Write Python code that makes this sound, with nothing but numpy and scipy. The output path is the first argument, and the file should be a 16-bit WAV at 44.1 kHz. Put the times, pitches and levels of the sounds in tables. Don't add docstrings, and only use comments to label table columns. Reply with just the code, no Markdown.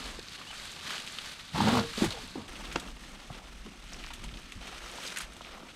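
import sys
import numpy as np
from scipy import signal
from scipy.fft import rfft, irfft
from scipy.io import wavfile
from scipy.ndimage import uniform_filter1d

SR = 44100
rng = np.random.default_rng(int(sys.argv[2]) if len(sys.argv) > 2 else 0)


def digitize_waveform(pressure):
    field = np.atleast_2d(pressure).T
    bounded = np.clip(field, -1, 1)
    quanta = np.round(bounded * 32767).astype(np.int16)
    wavfile.write(sys.argv[1], SR, quanta)


def volts(x):
    e = np.asarray(x, float) / 20
    return 10 ** e


N = 253575
TIME = np.arange(N) / SR
SECOND = TIME >= 2.479
TOP_HZ = 15800


def evened(x):
    return x / np.sqrt(np.mean(x ** 2) + 1e-20)


def track(rows):
    s, *columns = np.transpose(rows)
    return [np.interp(TIME, s, c) for c in columns]


def fine(x):
    return np.interp(TIME * 1000, np.arange(len(x)), x)


def colour(x, points, lo_hz=0, hi_hz=3e4, fade=0.14):
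    hz = np.fft.rfftfreq(len(x), 1 / SR) + 1
    f, db = np.transpose(points)

    def above(edge_hz):
        return np.clip(.5 + np.log(hz / (edge_hz + 1)) / (2 * fade), 0, 1)

    gain = volts(np.interp(np.log(hz), np.log(f + 1), db))
    return irfft(rfft(x) * gain * above(lo_hz) * (1 - above(hi_hz)), len(x))


def add(mix, s, sound):
    part = mix[round(s * SR):][:len(sound)]
    part += sound[:len(part)]


def ring(x, hz, width_hz):
    return signal.lfilter(*signal.iirpeak(np.clip(hz, 30, 2e4), max(hz / width_hz, .3), SR), x)


def steep_ring(x, hz, width_hz):
    return ring(ring(x, hz, width_hz), hz, width_hz)


def drift(first, second):
    return evened(uniform_filter1d(uniform_filter1d(rng.standard_normal(N), first), second))


def swell(start, length, attack, growth_db, release_db):
    t = np.arange(0, N / SR + .01, .001) - start
    grown = np.clip(t / max(length, .01), 0, 1) - 1
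    decay_db = release_db * np.maximum(t - length, 0)
    return np.clip(t / max(attack, .002), 0, 1) * volts(growth_db * grown - decay_db)


def heap(bed, rows, level_db, shape):
    power = sum((volts(db) * swell(*row[:2], *shape)) ** 2 for row, db in zip(rows, level_db))
    return np.sqrt(bed ** 2 + fine(power))


def grains(per_s, spread_db, lo_hz, hi_hz, cycles, bed, clump_db, count=20):
    clump = drift(420, 260)
    size = volts(spread_db * np.minimum(rng.exponential(1, N), 4))
    size = size * (rng.random(N) < per_s / SR)
    kind, out = rng.integers(0, count, N), np.zeros(N)
    t = np.arange(300) / SR
    for k, hz in enumerate(np.geomspace(lo_hz, hi_hz, count)):
        crack = np.sin(2 * np.pi * hz * t) * np.exp(-t * hz / cycles)
        crack = crack / np.linalg.norm(crack) * np.sqrt(hz)
        out += signal.oaconvolve(size * (kind == k), crack)[:N]
    rustle = bed * rng.standard_normal(N)
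    return evened((evened(out) + rustle) * volts(clump_db * clump))


def burst(t60, rise_s, tick):
    t = np.arange(4000) / SR
    decay = volts(-60 * t / max(t60, .005)) + tick * np.exp(-t / 0.00074)
    return rng.standard_normal(len(t)), np.minimum(t / rise_s, 1) * decay


def tone(rows, flutter_db, waver):
    hz, db = track(rows)
    flutter, wander = drift(200, 150), drift(200, 150)
    turns = np.cumsum(hz * (1 + waver * wander)) / SR
    sounding = (TIME > rows[0][0]) * (TIME < rows[-1][0])
    return np.sqrt(2) * volts(db + flutter_db * flutter) * np.sin(2 * np.pi * turns) * sounding


def pops(rows, least_cycles):
    out = np.zeros(N)
    for (s, db, hz), turn in zip(rows, rng.random(len(rows))):
        cycles = least_cycles * max(hz / 3500, 1) ** .5
        u = np.arange(4400) / SR * hz / cycles
        envelope = least_cycles / cycles * 2 * u * np.exp(1 - 2 * u)
        wave = np.sin(2 * np.pi * (u * cycles + turn))
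        add(out, s - .5 * cycles / hz, volts(db - 5.0) * envelope * wave)
    return out


# f/Hz, level/dB
GUST_COLOUR = [(11, -44), (18, 0.5), (32, -3), (48, 1), (59, -6.5), (76, 5), (90, -12), (120, -42),
               (200, -120)]
# t/s, length/s, level/dB
GUSTS = [(0.0, 0.11, -44), (.48, 0.14, -55.5), (1.013, .05, -57), (1.2, 0.076, -57), (1.378, 0.062, -63),
         (1.553, 0.53, -54), (1.994, 0.24, -52.5), (2.48, 0.26, -44.5), (2.852, 0.039, -45),
         (2.986, 0.14, -48.5), (3.245, 0.37, -49), (3.758, 0.52, -48.5), (4.214, 0.41, -50.5),
         (4.62, 0.25, -52.5), (5.025, 0.036, -56), (5.21, 0.1, -49), (5.47, 0.088, -55),
         (5.698, 0.063, -59)]
GUST_SHAPE = 0.03, 0.76, 96


def wind():
    rumble = evened(colour(rng.standard_normal(N), GUST_COLOUR, 0, 64.4, 0.1))
    return heap(volts(-66), GUSTS, [r[2] for r in GUSTS], GUST_SHAPE) * rumble


def trees(x, t60):
    t = np.arange(6000) / SR
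    tail = rng.standard_normal(len(t)) * volts(-60 * t / t60) * (t > .004)
    return signal.oaconvolve(x, tail / np.linalg.norm(tail))[:N]


# t/s, f/Hz, level/dB
SQUEAK = [
    (.455, 2680, -62),
    (.472, 2860, -50),
    (.492, 3020, -49),
    (.51, 2960, -50),
    (.52, 2740, -52),
    (.535, 2450, -55),
    (.545, 2330, -64),
]


def squeak():
    return tone(SQUEAK, flutter_db=4.5, waver=.012)


# t/s, level/dB
ROLL = [
    [(0.0, -44.5), (.2, -50), (.44, -49), (.75, -46.5), (1.3, -48), (1.5, -50.5), (1.86, -43.5),
     (2.15, -44.5), (2.38, -51), (2.476, -56)],
    [(2.481, -49.5), (2.72, -49), (2.95, -56.5), (3.1, -53.5), (3.8, -55.5), (4.58, -54.5), (4.98, -46),
     (5.26, -54.5), (5.75, -56.5)],
]


def rolling():
    return track(sum(ROLL, []))[0]


# f/Hz, level/(dB per Hz)
LITTER = [
    [(150, -35), (250, 22), (399, 13), (450, 9), (625, 10), (681, 9.5), (1110, 11), (1340, 2), (1960, -1.5),
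     (3770, 1), (5520, -2.5), (8650, -5.5), (12400, -16.5), (15600, -28)],
    [(150, -30), (250, 0), (297, 23.5), (442, -9.5), (782, -32), (1160, -10), (1510, -16.5), (2020, -15.5),
     (3060, -14.5), (4890, -20.5), (7270, -39.5), (8070, -36.5), (12400, -49), (15600, -59)],
]
# t/s, length/s, crunch level/dB, dryness/dB
DRIFTS = [(0.0, 0.11, -46, -12), (0.28, 0.075, -46, -14), (0.494, 0.18, -48, -9.5),
          (0.809, 0.189, -40, -12.5), (1.037, 0.3, -46.5, -11), (1.523, .26, -35, -14),
          (1.935, 0.12, -37.5, -9.5), (2.706, 0.015, -53, -18), (2.858, 0.026, -49, -4),
          (2.988, 0.041, -52.5, -4), (3.303, 0.046, -48.5, -12), (3.828, 0.27, -52.5, -9.5),
          (4.075, 0.18, -56, -11), (4.347, 0.029, -56.5, -1), (4.408, 0.09, -52.5, -12),
          (4.583, 0.2, -49.5, -12.5), (4.972, 0.15, -46.5, -6), (5.113, 0.12, -47, -10.5),
          (5.412, 0.13, -54.5, -28), (5.663, 0.026, -45.5, -11)]
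DRIFT_SHAPE = 0.054, 0.91, 370


def leaves(crackle, grip):
    _, scrape, _, slip = grip
    grit = scrape * (1 - np.clip(2 * slip, 0, 1))
    roll = volts(rolling())
    fizz_bed = roll * volts(np.where(SECOND, -8.5, -12))
    crunchy = heap(roll, DRIFTS, [r[2] for r in DRIFTS], DRIFT_SHAPE)
    fizzy = heap(fizz_bed, DRIFTS, [r[2] + r[3] for r in DRIFTS], DRIFT_SHAPE)
    out = np.zeros(N)
    for litter, here in zip(LITTER, (~SECOND, SECOND)):
        low = evened(colour(crackle, litter, 370, 1300, .2))
        crunch = evened(colour(crackle, litter, 1300, 5500, .2))
        fizz = evened(colour(crackle, litter, 5500, TOP_HZ))
        out += here * (grit * low + crunchy * crunch + fizzy * fizz)
    return out


# t/s, peak level/dB, f/Hz, relative fizz/dB
SNAPS = [(0.055, -51, 3110, -22), (0.193, -44, 4400, -22), (0.2264, -39, 4500, -24),
         (0.2847, -40, 4280, -30), (.33, -36, 4300, -27), (0.416, -33, 2450, -30),
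         (0.584, -38, 2250, -19), (0.7156, -35, 3680, -5), (.7966, -45, 2690, -18),
         (0.9059, -21.5, 1880, -12), (0.931, -24, 1540, -26), (1.064, -36, 2790, -4),
         (1.185, -26, 2900, -21), (1.245, -48, 2870, -26), (1.396, -35.5, 3000, -40),
         (1.4795, -50, 3150, -27), (1.5546, -48, 1810, -26), (1.7949, -24, 3970, -32),
         (2.044, -22.5, 2040, -6.5), (2.105, -26, 4200, -30), (2.1225, -27.5, 3200, -25),
         (2.4813, -47, 3000, -4), (2.5557, -35.5, 2660, -17), (2.653, -29.5, 2980, -28),
              (2.7154, -29, 2040, -22), (2.725, -31, 2600, -6.5), (2.7978, -31, 3500, -4),
              (2.8754, -35, 2790, -20), (3.036, -35, 1830, -22), (3.0879, -47, 2330, -3),
              (3.3355, -42, 3535, -26), (3.617, -41.5, 1690, -27), (3.6615, -31, 1110, -25),
              (3.932, -30.5, 5300, -12), (3.9887, -39, 3750, -21), (4.039, -31.5, 1830, -22),
              (4.064, -38, 2400, -24), (4.104, -37, 2650, -23), (4.135, -31.5, 2920, -4),
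              (4.1957, -42, 2640, -21), (4.239, -32.5, 2800, -5.5), (4.282, -40, 3440, -22),
              (4.338, -39, 3220, -23), (4.371, -35.5, 2770, -33),
         (4.521, -33, 2680, -8.5), (4.671, -29.5, 2540, -11), (5.0642, -27, 4940, -33),
             (5.074, -28.5, 3800, -5.5), (5.097, -37, 3000, -21), (5.121, -27, 1480, -22),
             (5.161, -24.5, 1900, -12), (5.171, -21.5, 1670, -7.5), (5.183, -38, 2470, 5),
             (5.2038, -22.5, 1600, -13), (5.21, -32, 4860, -20), (5.216, -42, 3500, 1),
             (5.231, -45, 2970, -14), (5.249, -44, 2000, -11), (5.322, -34, 1670, -18),
             (5.333, -46, 1830, -2), (5.366, -43, 3160, -2), (5.417, -35.5, 3470, -29),
             (5.447, -41, 2800, -30), (5.685, -37, 2860, -24)]


def snaps():
    out = np.zeros(N)
    for s, db, hz, fizz_db in SNAPS:
        noise, shape = burst(0.059, 0.0026, 0.71)
        noise[90] += 5.4 * np.sign(noise[90])
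        fizz_shape = uniform_filter1d(np.roll(shape, 30), 60)
        fizz = evened(colour(noise, LITTER[1], 5900, TOP_HZ)) * fizz_shape
        body = .7 * evened(ring(noise, hz, 0.3 * hz)) + 1.1 * evened(ring(noise, 3300, 3300))
        body = ring(shape * body, hz, 2200)
        add(out, s - .0013, volts(db - 10.5) * (body + volts(fizz_db + 3.5) * fizz))
    return out


# t/s, peak level/dB, f/Hz
FIBRES = [(0.0578, -39, 9010), (0.0578, -30, 3850), (0.0669, -38, 8170), (0.1957, -22.5, 4370),
          (0.2286, -30, 3730), (0.229, -36, 9360), (0.2851, -23, 4170), (0.4179, -34, 3140),
          (0.6552, -26, 8250), (0.717, -35, 8420), (1.002, -29, 3170), (0.8108, -27, 2840),
          (0.9355, -22, 3770), (1.065, -34, 7870), (1.0762, -21.5, 2930), (1.1241, -25, 7700),
          (0.896, -22, 3000), (1.1873, -18, 3170), (0.981, -19, 3200), (1.2468, -28, 3200),
          (1.397, -28, 3130), (1.4088, -29, 3990), (1.4808, -30, 3460), (1.5368, -41, 9100),
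          (1.7957, -16, 3860), (2.1073, -26, 8960), (2.1073, -20, 3920), (2.2329, -44, 8160),
          (2.2763, -30, 8730), (2.2803, -34, 3360), (2.5336, -33, 8340), (2.5567, -34, 2420),
          (2.6527, -36, 3300), (2.7604, -39, 2500), (2.8555, -33, 2360), (2.9051, -30, 3510),
          (2.9152, -36, 2930), (2.9954, -37, 8500), (3.0666, -44, 8360), (3.0895, -39, 8270),
          (3.317, -37, 8830), (4.0397, -25, 2470), (4.1056, -29, 2920), (4.1364, -40, 8770),
          (4.1364, -28, 3310), (4.3414, -27, 3380), (4.521, -34, 7770), (4.5226, -23, 2750),
          (4.9155, -27, 8150), (5.1221, -28, 2860), (5.1624, -38, 2430), (5.1628, -36, 8600),
          (5.1726, -22, 8910), (5.173, -22, 2950), (5.1868, -15, 9360), (5.2043, -33, 8370),
          (5.2104, -23, 9780), (5.2498, -42, 9500), (5.3215, -47, 7940), (5.3351, -36, 8520),
          (3.9275, -31, 3000), (3.888, -38, 7500), (3.945, -28, 2500), (4.03, -37, 3000),
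               (4.071, -31, 1480), (4.195, -39, 2600), (4.376, -37, 3500), (3.9875, -33, 3470),
               (4.0447, -29, 2520), (4.0645, -25, 4970), (4.112, -28, 2500), (4.2465, -35.5, 2200),
               (4.2915, -28, 2500), (5.0515, -28, 3820), (5.0652, -34, 5000), (5.074, -22, 4500),
               (5.0855, -24, 2500), (5.097, -26, 3000), (5.1028, -23, 3500), (5.1143, -31, 2200),
               (5.139, -36, 10500), (5.1775, -30, 1800), (5.189, -23, 8500), (5.2075, -27, 2800),
               (5.2172, -23, 10000), (5.2335, -32, 9000), (5.3666, -34, 3330), (5.3672, -43, 8350),
               (5.4186, -37, 3060), (5.4486, -28, 2610)]


def fibres():
    return pops(FIBRES, least_cycles=1.3)


# t/s, peak level/dB
STICK = [
    (2.7582, -17),
    (2.7601, -14),
]
# f/Hz, level/dB, t60/s
STICK_MODES = [(282, -7.5, 0.097), (507, -1.5, 0.015), (750, -1.5, 0.017), (1230, 1, 0.0088)]


def stick():
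    out, t = np.zeros(N), np.arange(4000) / SR
    dull = signal.butter(3, 4800, fs=SR)
    for s, db in STICK:
        noise, shape = burst(0.024, 0.00031, 2.8)
        crack = volts(-5.5) * shape * evened(ring(noise, 1600, 3800))
        for hz, mode_db, t60 in STICK_MODES:
            detuned_hz = hz * rng.uniform(0.89, 1.36)
            crack = crack + volts(mode_db - 60 * t / t60) * np.sin(2 * np.pi * detuned_hz * t)
        add(out, s, volts(db - 7.5) * signal.lfilter(*dull, crack))
    return out


# t/s, peak level/dB, f/Hz, upper ring/dB, t60/s
KNOCKS = [(0.188, -35, 430, -12, 0.007), (0.526, -40.5, 1390, -5.5, 0.049), (1.184, -39, 1230, -28, 0.03),
          (1.549, -38.5, 150, 8.5, 0.15), (1.577, -36.5, 222, 12.5, 0.022), (1.602, -25.5, 181, 7, 0.033),
          (1.672, -22, 223, -0.5, 0.083), (1.977, -21, 400, -17, 0.015), (2.007, -28.5, 500, -17, 0.029),
          (2.054, -27, 300, -18, .015), (2.019, -15, 192, -32, 0.036), (2.11, -43, 760, -10, 0.1),
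          (2.149, -46, 770, -16, 0.16), (2.354, -32, 320, -11, 0.028), (2.376, -35, 244, -35, 0.048),
          (2.555, -59, 217, -8, 0.039), (3.299, -33, 201, -3, 0.015), (3.662, -41, 225, -8, 0.018),
          (4.102, -38.5, 1040, -22, 0.046), (4.243, -34.5, 166, -3, 0.017), (4.558, -44, 150, -20, 0.086),
          (5.408, -27.5, 1010, -13, 0.0071), (5.632, -42, 227, -12, 0.054)]


def knocks():
    out = np.zeros(N)
    for s, db, hz, upper_db, t60 in KNOCKS:
        noise, shape = burst(2.3 * t60, 0.003, 0.41)
        noise[100] += 8.64
        body = evened(steep_ring(noise, hz, 0.87 * hz))
        upper = volts(upper_db) * evened(steep_ring(noise, 870, 540))
        add(out, s, volts(db - 3.5) * shape * (body + upper))
    return out


# t/s, peak level/dB, f/Hz
CLODS = [(.008, -35.5, 255), (.1909, -45, 330), (.415, -32, 1220), (.5075, -36, 825), (.535, -36, 1490),
         (.5581, -51, 980), (1.556, -41, 900), (1.5805, -22, 930), (1.608, -14.5, 935), (1.676, -19, 580),
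         (1.705, -25, 850), (1.752, -16.5, 1140), (1.772, -16, 1010), (1.793, -34, 600), (1.81, -25, 218),
         (1.981, -24.5, 216), (2.0106, -25, 620), (2.026, -15.5, 197), (2.041, -17, 329), (2.147, -38, 800),
         (2.175, -32, 750), (2.24, -39, 254), (2.358, -28, 332), (2.359, -30.5, 770), (2.385, -29, 222),
         (2.885, -32.5, 1320), (3.3035, -31, 720), (3.42, -41, 800), (3.666, -35.5, 406),
         (4.0459, -35, 1070), (4.6171, -39, 775), (4.986, -30.5, 940), (5.3667, -42, 820),
         (5.6363, -53, 730)]


def clods():
    return pops(CLODS, least_cycles=2.16)


# t/s, peak level/dB, f/Hz
BUMPS = [(2.064, -21, 183), (2.082, -26.5, 109), (2.155, -47, 850), (2.19, -32, 795), (2.4, -40, 110),
         (3.308, -30, 142), (3.869, -46, 104), (4.2, -40, 90), (4.331, -39, 102), (4.564, -35, 84),
         (5.37, -47, 80), (.1905, -31.5, 430), (1.549, -27, 800)]


def bumps():
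    return pops(BUMPS, least_cycles=1.23)


# t/s, f/Hz, level/dB
SPRING = [
    (2.125, 532, -60),
    (2.14, 512, -47),
    (2.17, 448, -52.5),
    (2.23, 428, -60),
]


def spring():
    return tone(SPRING, flutter_db=3, waver=.012)


# t/s, f/Hz, level/dB
FRAME = [
    (1.73, 461.5, -48),
    (1.75, 461.5, -45),
    (1.785, 461.2, -41),
    (1.86, 461.2, -52),
    (1.9, 461.1, -57),
    (1.94, 461, -66),
]


def frame():
    return tone(FRAME, flutter_db=2.6, waver=0)


# t/s, length/s, thump level/dB, scrape level/dB
SCUFFS = [(0.0, 0.11, -51, -51.5), (0.366, 0.031, -63, -55), (0.59, 0.041, -56, -58),
          (0.756, 0.017, -55, -56), (0.838, 0.11, -57, -50), (1.09, 0.25, -63, -60),
          (2.145, 0.14, -58, -60), (2.357, 0.022, -44, -48.5), (2.489, 0.28, -47.5, -47),
          (2.805, 0.058, -47.5, -44.5), (3, 0.17, -53, -53), (3.29, 0.093, -50, -44),
          (3.49, 0.039, -66, -51.5), (3.65, 0.038, -48, -73), (3.913, 0.052, -47, -46.5),
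          (4.166, 0.2, -49, -51.5), (4.604, 0.12, -53, -42.5), (4.92, 0.2, -57, -45.5),
          (5.248, 0.023, -73, -44), (5.448, 0.19, -63, -43.5)]
SCUFF_SHAPE = 0.0067, 1.6, 123
# t/s, length/s, thump level/dB, tearing level/dB, starting rate/(knobs per s)
SKIDS = [
    (1.536, .255, -31.5, -24, 86),
    (1.984, .06, -37.5, -23, 112),
]
# attack/s, growth/dB, release/(dB per s)
SKID_THUMP, SKID_TEAR = (0.051, -2.1, 200), (0.12, 1.8, 400)


def traction():
    grit = volts(rolling() + np.where(SECOND, 4, -11.5))
    lumps = volts(np.where(SECOND, -55, -57.5))
    thump = heap(lumps, SCUFFS, [r[2] for r in SCUFFS], SCUFF_SHAPE)
    scrape = heap(grit, SCUFFS, [r[3] for r in SCUFFS], SCUFF_SHAPE)
    rate, slip = np.full(N, 62.), 0.44 * SECOND
    for start, length, _, _, knobs in SKIDS:
        spinning_up = knobs + 150 * np.minimum(TIME - start, length)
        rate = np.where((TIME > start) & ~SECOND, spinning_up, rate)
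        slip = slip + 0.44 * fine(swell(start, length + 0.038, 0.032, 0, 300))
    thump = heap(thump, SKIDS, [r[2] for r in SKIDS], SKID_THUMP)
    scrape = heap(scrape, SKIDS, [r[3] for r in SKIDS], SKID_TEAR)
    return thump, scrape, rate, np.clip(slip, 0, 1)


# f/Hz, level/(dB per Hz)
DIRT = [(30, -50), (50, 18), (95, -5), (150, -5), (215, -4.5), (270, -6.5), (340, -12.5), (450, -7),
        (650, -13.5), (950, -21), (1250, -12.5), (1700, 43)]


def soil(crackle, grip):
    push, scrape, rate, slip = grip
    wobble = drift(500, 1)
    strikes = np.diff(np.floor(np.cumsum(rate * (1 + 0.099 * wobble)) / SR), prepend=0)
    knobs = strikes * volts(rng.standard_normal(N))
    lumps = grains(900, 2.2, 85.0, 519, 2.5, 0.46, 0.65)
    thump = slip * evened(colour(knobs, DIRT, 61.0, 248, 0.03))
    thump = thump + (1 - slip) * evened(colour(lumps, DIRT, 75.4, 390, 0.083))
    thump = np.where(SECOND, 1.026 * steep_ring(thump, 250, 440), thump)
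    torn = colour(crackle * volts(1.1 * wobble), DIRT, 478, 1010, 0.36)
    torn = torn + 0.17 * ring(crackle * volts(3.16 * wobble), 880, 470)
    tear = np.clip(1.02 * slip, 0, 1) * scrape * volts(-3.0) * evened(torn)
    return push * thump / np.hypot(slip, 1 - slip) + tear


# t/s, rate/(knobs per s), level/dB
GROWL = [
    (1.534, 81.4, -26),
    (1.582, 80, -45),
    (1.615, 101.5, -26.5),
    (1.642, 97, -38),
    (1.67, 108, -27),
    (1.705, 114, -30),
    (1.745, 129, -30),
    (1.805, 107, -37),
    (1.85, 100, -48),
]
# multiple of the knob rate, level/dB
GROWL_ORDERS = [(1, -8), (2, 0.5), (3, -14.5), (4, -27)]


def growl():
    rate, db = track(GROWL)
    uneven = drift(300, 200)
    turns = np.cumsum(rate * (1 + 0.011 * uneven)) / SR
    stack = sum(volts(k_db) * np.cos(2 * np.pi * round(k) * turns) for k, k_db in GROWL_ORDERS)
    to_ends = np.minimum(TIME - GROWL[0][0], GROWL[-1][0] - TIME)
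    return np.sqrt(2) * volts(db + 1.5 * uneven) * stack * np.clip(to_ends / .03, 0, 1)


def scene():
    hits = snaps() + knocks() + stick()
    crackle = grains(3500, 4.2, 470, 15600, 1.5, 1.88, 1.25)
    grip = traction()
    mid = wind() + volts(-11.5) * trees(hits, 0.27) + hits
    mid = mid + leaves(crackle, grip) + soil(crackle, grip) + growl()
    mid = mid + fibres() + clods() + bumps()
    mid = mid + volts(5.5) * (frame() + .5 * squeak()) + spring()
    return np.array([mid, mid])


# f/Hz, level/dB
HOUSING = [(4600, -0.1), (5600, -1.5), (6500, 2), (7200, 2.5), (8300, 3), (9200, 1), (10500, 2.6)]
# f/Hz, level/dB
PORTS = [(60, -44), (500, -42), (2000, -40), (6000, -26), (10800, -25), (11200, -5), (13000, -2),
         (15000, -1.5)]
# f/Hz, level/(dB per Hz)
HISS = [(30, -1), (600, -6), (1500, -9.5), (4000, -9.5), (8000, -11), (11000, -5)]


def microphone(dry):
    mid = colour(dry.mean(0), HOUSING, 0, TOP_HZ, .005)
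    z = signal.stft(mid, nperseg=128)[2]
    random_phase = np.exp(2j * np.pi * rng.random(z.shape))
    scattered = signal.istft(z * random_phase, nperseg=128)[1][:N]
    side = colour(1.2 * scattered - 0.23 * mid, PORTS)
    side += volts(-77.5) * evened(colour(rng.standard_normal(N), HISS, 0, 9900))
    return np.array([mid + side, mid - side])


def roll_off(x):
    return signal.sosfilt(signal.butter(12, 15800, fs=SR, output="sos"), x)


def record(dry):
    mix = microphone(dry)
    return roll_off(mix)


dry = scene()
out = record(dry)
digitize_waveform(out)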